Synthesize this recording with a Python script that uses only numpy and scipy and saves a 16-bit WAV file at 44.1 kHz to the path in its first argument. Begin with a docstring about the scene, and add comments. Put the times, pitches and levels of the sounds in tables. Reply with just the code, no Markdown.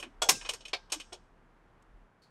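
"""Light clicks, two hard snaps, then more clicks: a metal clamp worked by hand on the edge of a van roof.
Each click rings the part struck (screw, jaw, bar or roof rail) and, briefly, the roof's dense modes.
Snaps leave a thin steel shimmer and a falling twang of bending waves in the panel.
A loose steel part clinks faintly. Light wind and far traffic lie behind, in a quiet yard."""
import sys
import numpy as np
from scipy import signal
from scipy.fft import irfft
from scipy.io import wavfile
from scipy.ndimage import uniform_filter1d

SR = 44100
rng = np.random.default_rng(int(sys.argv[2]) if len(sys.argv) > 2 else 0)


def output_pcm(signal):
    """Save a mono or channel-first signal as 16-bit PCM at the path in sys.argv[1].

    Samples are clipped to [-1, 1] before scaling.
    """
    pcm = np.clip(np.atleast_2d(signal).T, -1, 1) * 32767
    wavfile.write(sys.argv[1], SR, np.round(pcm).astype(np.int16))


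N = 101429

# traffic spectrum: freq_hz, gain_db
TRAFFIC_COLOUR = [(40, -20.5), (70, 0.5), (210, -2.5), (600, -7.5), (930, -6.5), (1620, -11), (2000, -15.5),
                  (4400, -31.5), (11500, -41.5), (15000, -59)]
# traffic swell: time_s, gain_db
TRAFFIC_SWELL = [(0, 2.5), (1.3, 0.5), (2.0, 1), (2.12, -2), (2.3, -0.5)]
# wind spectrum: freq_hz, gain_db
WIND_COLOUR = [(15, -20.5), (26, -14.5), (34, 10.5), (46, -12), (65, -27.5), (150, -58), (1000, -100)]
# wind puffs: time_s, level_db
WIND_PUFFS = [(0.0, -61), (0.1, -66), (0.21, -50.5), (0.3, -65), (0.43, -53), (0.54, -62.5), (1.1, -62.5),
              (1.86, -68.5), (1.93, -52), (2.05, -61), (2.1, -79.5)]
# loose steel: start_s, gain_db, ring_hz, t60_s, spread_ratio, scrape_db
CLINKS = [(0.35, -47, 2680, 0.071, 0.017, -5.5), (1.822, -71, 7400, 0.019, .1, 0),
          (2.218, -69.5, 4390, 0.21, 0.078, -3.5)]
# panel twangs: start_s, gain_db, pitch_hz, t60_s, pitch_halving_s
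TWANGS = [(0.026, -53, 384, 0.097, 0.14), (0.233, -43, 900, 0.31, .10), (0.292, -48, 347, 0.17, 0.065),
          (0.496, -54.5, 503, 0.075, 0.33), (0.92, -51.5, 343, 0.15, 0.45)]
# dips near 1.9 and 10 kHz in every click's clatter and shimmer: centre_hz, half_width_hz, gain_db
CLICK_NOTCHES = [(1940, 120, -2), (10280, 330, -5.5)]
# steel shimmer, relative to the click: freq_hz, gain_db
SHIMMER = [(300, -21), (900, -37), (2800, -29), (4200, -26), (5500, -19.5), (6800, -24.5), (9500, -26),
           (14000, -47.5)]
# modes of each part: freq_hz, gain_db
SCREW = [(1090, -5), (2505, 2), (3005, -0.5), (5480, 4), (6400, 0.5), (8300, 2.5), (8850, 1), (9260, -2),
         (11270, -1.5), (12020, -9.5)]
JAW = [(755, 2), (1040, -2), (1120, -2.5), (2044, 0), (2490, -3), (3740, -6.5), (3966, -4.5), (5240, -5),
       (5484, -7), (6365, -2.5), (6999, -8.5), (8829, -3.5)]
BAR = [(640, -5.5), (734, 1.5), (934, -2), (1415, 3), (3284, 4), (3369, 6), (4349, -6.5), (6357, -4.5),
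       (7750, -5)]
RAIL = [(415, 6), (717, 5), (827, -2), (2190, -0.5), (2330, 4), (2574, -4), (3744, -6.5), (4349, -3),
        (4990, -1.5)]
# long clamp modes, in every click: freq_hz, gain_db, t60_s
LONG_MODES = [(1595, -19, .6), (8080, -26.5, .62)]
# by part name: modes, ring_t60_s, clatter_t60_s, clatter_db
PARTS = {"screw": (SCREW, 0.073, 0.095, -4.5), "jaw": (JAW, 0.095, 0.093, -4),
         "bar": (BAR, .12, 0.094, -4.5), "rail": (RAIL, 0.1, 0.093, -2)}
# click bands: centre_hz
BANDS_HZ = [450, 900, 1700, 3000, 4400, 7000, 12000]
# clamp clicks: start_s, part, then level_db per band
CLICKS = [(-.002, "screw", -47, -52.5, -56, -42.5, -52, -46, -54.5),
          (0.025, "screw", -41, -44, -43, -35.5, -49, -49.5, -60.5),
          (0.218, "bar", -30.5, -27, -32.5, -27.5, -29, -23, -38),
          (0.2876, "jaw", -27, -26, -24.5, -19.5, -19.5, -13.5, -23),
          (0.41, "screw", -54.5, -46, -47.5, -43, -53, -48, -89),
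          (0.447, "screw", -49.5, -45, -45, -41, -47, -52, -84),
          (0.458, "screw", -51, -48.5, -45, -42, -46.5, -50, -72),
          (0.4891, "screw", -42, -37, -41.5, -26, -36.5, -31, -45),
          (0.533, "screw", -49, -45.5, -46, -44.5, -39.5, -40, -50),
          (.605, "screw", -51, -54, -73, -49.5, -53.5, -55.5, -78),
          (0.651, "screw", -55, -55.5, -56.5, -40.5, -47.5, -50, -63),
          (0.679, "screw", -56, -67.5, -56.5, -44, -52, -49, -64),
          (0.7309, "rail", -40.5, -35, -37, -32, -29.5, -43.5, -55),
          (0.898, "screw", -60, -56, -61, -50.5, -58, -61, -71.5),
          (0.9193, "screw", -42, -36.5, -38.5, -27.5, -31.5, -26.5, -40),
          (0.9977, "screw", -51.5, -55, -50, -36, -47, -45, -57.5),
          (1.1215, "bar", -41.5, -47.5, -55, -49.5, -55, -55, -71),
          (1.1266, "screw", -42.5, -50.5, -57.5, -43, -46, -45.5, -59.5)]

TRAFFIC_DB, RING_DB = -65.5, -6.5
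ATTACK_S, HOLD_S = 0.004, 0.0022
COUPLING_HALF_WIDTH_HZ, COUPLING_DB = 45.36, 3
BASS_CUT_HZ, SPLIT_HZ, TREBLE_CUT_HZ = 323, 810, 13330
TREBLE_LOSS_HZ_PER_DB, SHIMMER_LOSS_DB_PER_DB = 50, 0.14  # softer clicks are duller


def amp(db):
    """Decibels to gain."""
    return 10 ** (np.asarray(db) / 20)


def unit(x):
    """Scale to rms 1."""
    return x / np.sqrt(np.mean(x ** 2))


def slope(hz, points):
    """Interpolate (freq_hz, gain_db) points over log frequency."""
    p = np.array(points)
    return np.interp(np.log(hz + 1e-9), np.log(p[:, 0]), p[:, 1])


def noise(gain):
    """Noise of the given spectrum, rms 1."""
    return unit(irfft(gain * np.exp(2j * np.pi * rng.random(len(gain)))))


def scaled_noise(gain):
    """Noise with the spectrum's total power."""
    return noise(gain) * np.linalg.norm(gain)


def envelope(t, t60_s, attack_s, hold_s):
    """Linear rise, hold, exponential decay."""
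    decay = np.exp(-np.log(1000) * np.maximum(t - attack_s - hold_s, 0) / t60_s)
    return np.clip(t / attack_s, 0, 1) * decay


def add(out, start_s, x):
    """Mix x in at start_s."""
    i = int(round(start_s * SR))
    x, i = x[max(-i, 0):], max(i, 0)
    out[i:i + len(x)] += x[:N - i]


def axes():
    """Time and frequency axes for 1 s."""
    return np.arange(SR) / SR, np.arange(SR // 2 + 1) + 1e-3


def traffic(t, hz):
    """Far traffic: a soft, nearly steady wash."""
    wash = noise(amp(slope(hz, TRAFFIC_COLOUR)))[:N]
    return wash * amp(TRAFFIC_DB + np.interp(t, *np.array(TRAFFIC_SWELL).T))


def wind(t, hz):
    """Light wind: low rumble in puffs."""
    rumble = noise(amp(slope(hz, WIND_COLOUR)))[:N]
    steady = rumble / np.sqrt(uniform_filter1d(rumble ** 2, size=4000))
    return steady * amp(np.interp(t, *np.array(WIND_PUFFS).T))


def clink(ring_hz, t60_s, spread_ratio, scrape_db):
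    """Loose steel touches lightly: close modes plus scrape."""
    t, hz = axes()
    ring = noise(1 / (1 + ((hz / ring_hz - 1) / spread_ratio) ** 2))
    scrape = noise(amp(slope(hz, [(1000, -8), (5000, -3), (9000, -8.5), (14000, -21)])))
    return (ring + amp(scrape_db) * scrape) * envelope(t, t60_s, attack_s=0.0032, hold_s=t60_s / 10)


def twang(pitch_hz, t60_s, halving_s):
    """Panel bending waves: lower ones arrive later, so pitch falls. Fast falls are broader."""
    t, _ = axes()
    cycles = np.cumsum(pitch_hz / (1 + t / halving_s)) / SR
    ratios = 1 + 0.025 / halving_s * (np.linspace(-1, 1, 5) + 0.098 * rng.standard_normal(5))
    waves = sum(np.sin(2 * np.pi * (cycles * ratio + rng.random())) for ratio in ratios)
    shape = envelope(t, t60_s, attack_s=0.037, hold_s=0.013)
    return unit(waves * shape) * np.sqrt(np.mean(shape ** 2))


def roof_response(hz, modes):
    """The roof is driven hardest near the struck part's modes."""
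    peaks = sum(1 / (1 + ((hz - mode_hz) / COUPLING_HALF_WIDTH_HZ) ** 2) for mode_hz, _ in modes)
    gain = np.sqrt(1 + amp(COUPLING_DB) ** 2 * peaks)
    return gain / np.sqrt(uniform_filter1d(gain ** 2, size=1500))


def roof_clatter(t, hz, colour, high_t60_s):
    """Dense rail and panel modes as grainy noise; lows last longer."""
    low_share = 1 / (1 + (hz / SPLIT_HZ) ** 2)
    low = scaled_noise(colour * np.sqrt(low_share))
    low *= envelope(t, t60_s=0.13, attack_s=0.0031, hold_s=HOLD_S)
    high = scaled_noise(colour * np.sqrt(1 - low_share))
    high *= envelope(t, high_t60_s, ATTACK_S, HOLD_S)
    grain = unit(np.exp(0.165 * noise(1 / (1 + (hz / 300) ** 2))))
    return (low + high) * grain


def part_ring(t, bands_db, modes, ring_t60_s):
    """The struck part's modes and the clamp's long ones; level and pitch scatter per strike."""
    spectrum = list(zip(BANDS_HZ, bands_db))
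    ring = np.zeros_like(t)
    for mode_hz, gain_db, t60_s in [(*mode, ring_t60_s) for mode in modes] + LONG_MODES:
        strike_db = gain_db + slope(mode_hz, spectrum) + 1.5 * rng.standard_normal()
        pitch_hz = mode_hz * (1 + 0.002 * rng.standard_normal())
        tone = np.sin(2 * np.pi * (pitch_hz * t + rng.random()))
        ring += amp(strike_db) * envelope(t, t60_s, ATTACK_S, hold_s=0) * tone
    return ring


def click(bands_db, modes, ring_t60_s, clatter_t60_s, clatter_db):
    """One clamp contact: the roof clatters, the part rings, the steel shimmers on."""
    t, hz = axes()
    softer_db = max(row[-1] for row in CLICKS) - bands_db[-1]  # top band, below the hardest snap
    top_hz = TREBLE_CUT_HZ - TREBLE_LOSS_HZ_PER_DB * softer_db
    density_db = bands_db - 10 * np.log10(np.gradient(BANDS_HZ))
    notch_db = sum(db * np.exp(-((hz - at_hz) / width_hz) ** 2) for at_hz, width_hz, db in CLICK_NOTCHES)
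    colour = roof_response(hz, modes) * amp(slope(hz, list(zip(BANDS_HZ, density_db))) + notch_db)
    colour /= np.sqrt(1 + (BASS_CUT_HZ / hz) ** 12)
    colour /= np.sqrt(1 + (hz / top_hz) ** 24)
    clatter = roof_clatter(t, hz, colour, clatter_t60_s)
    ring = part_ring(t, bands_db, modes, ring_t60_s)
    shimmer = scaled_noise(colour * amp(slope(hz, SHIMMER) - SHIMMER_LOSS_DB_PER_DB * softer_db))
    shimmer *= envelope(t, t60_s=0.42, attack_s=0.018, hold_s=0)
    return amp(clatter_db) * clatter + amp(RING_DB) * ring + shimmer


def scene():
    """Yard, clamp and panel, mono."""
    t, hz = np.arange(N) / SR, np.arange(N + 1) * SR / (2 * N)
    out = traffic(t, hz) + wind(t, hz)
    for start_s, part, *bands_db in CLICKS:
        add(out, start_s, click(np.array(bands_db), *PARTS[part]))
    for start_s, gain_db, *shape in TWANGS:
        add(out, start_s, amp(gain_db) * twang(*shape))
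    for start_s, gain_db, *shape in CLINKS:
        add(out, start_s, amp(gain_db) * clink(*shape))
    return out[None]


def record(dry):
    """Steep low-pass at 16 kHz."""
    return signal.sosfilt(signal.ellip(8, .2, 70, 16000, fs=SR, output="sos"), dry)


dry = scene()
out = record(dry)
output_pcm(out)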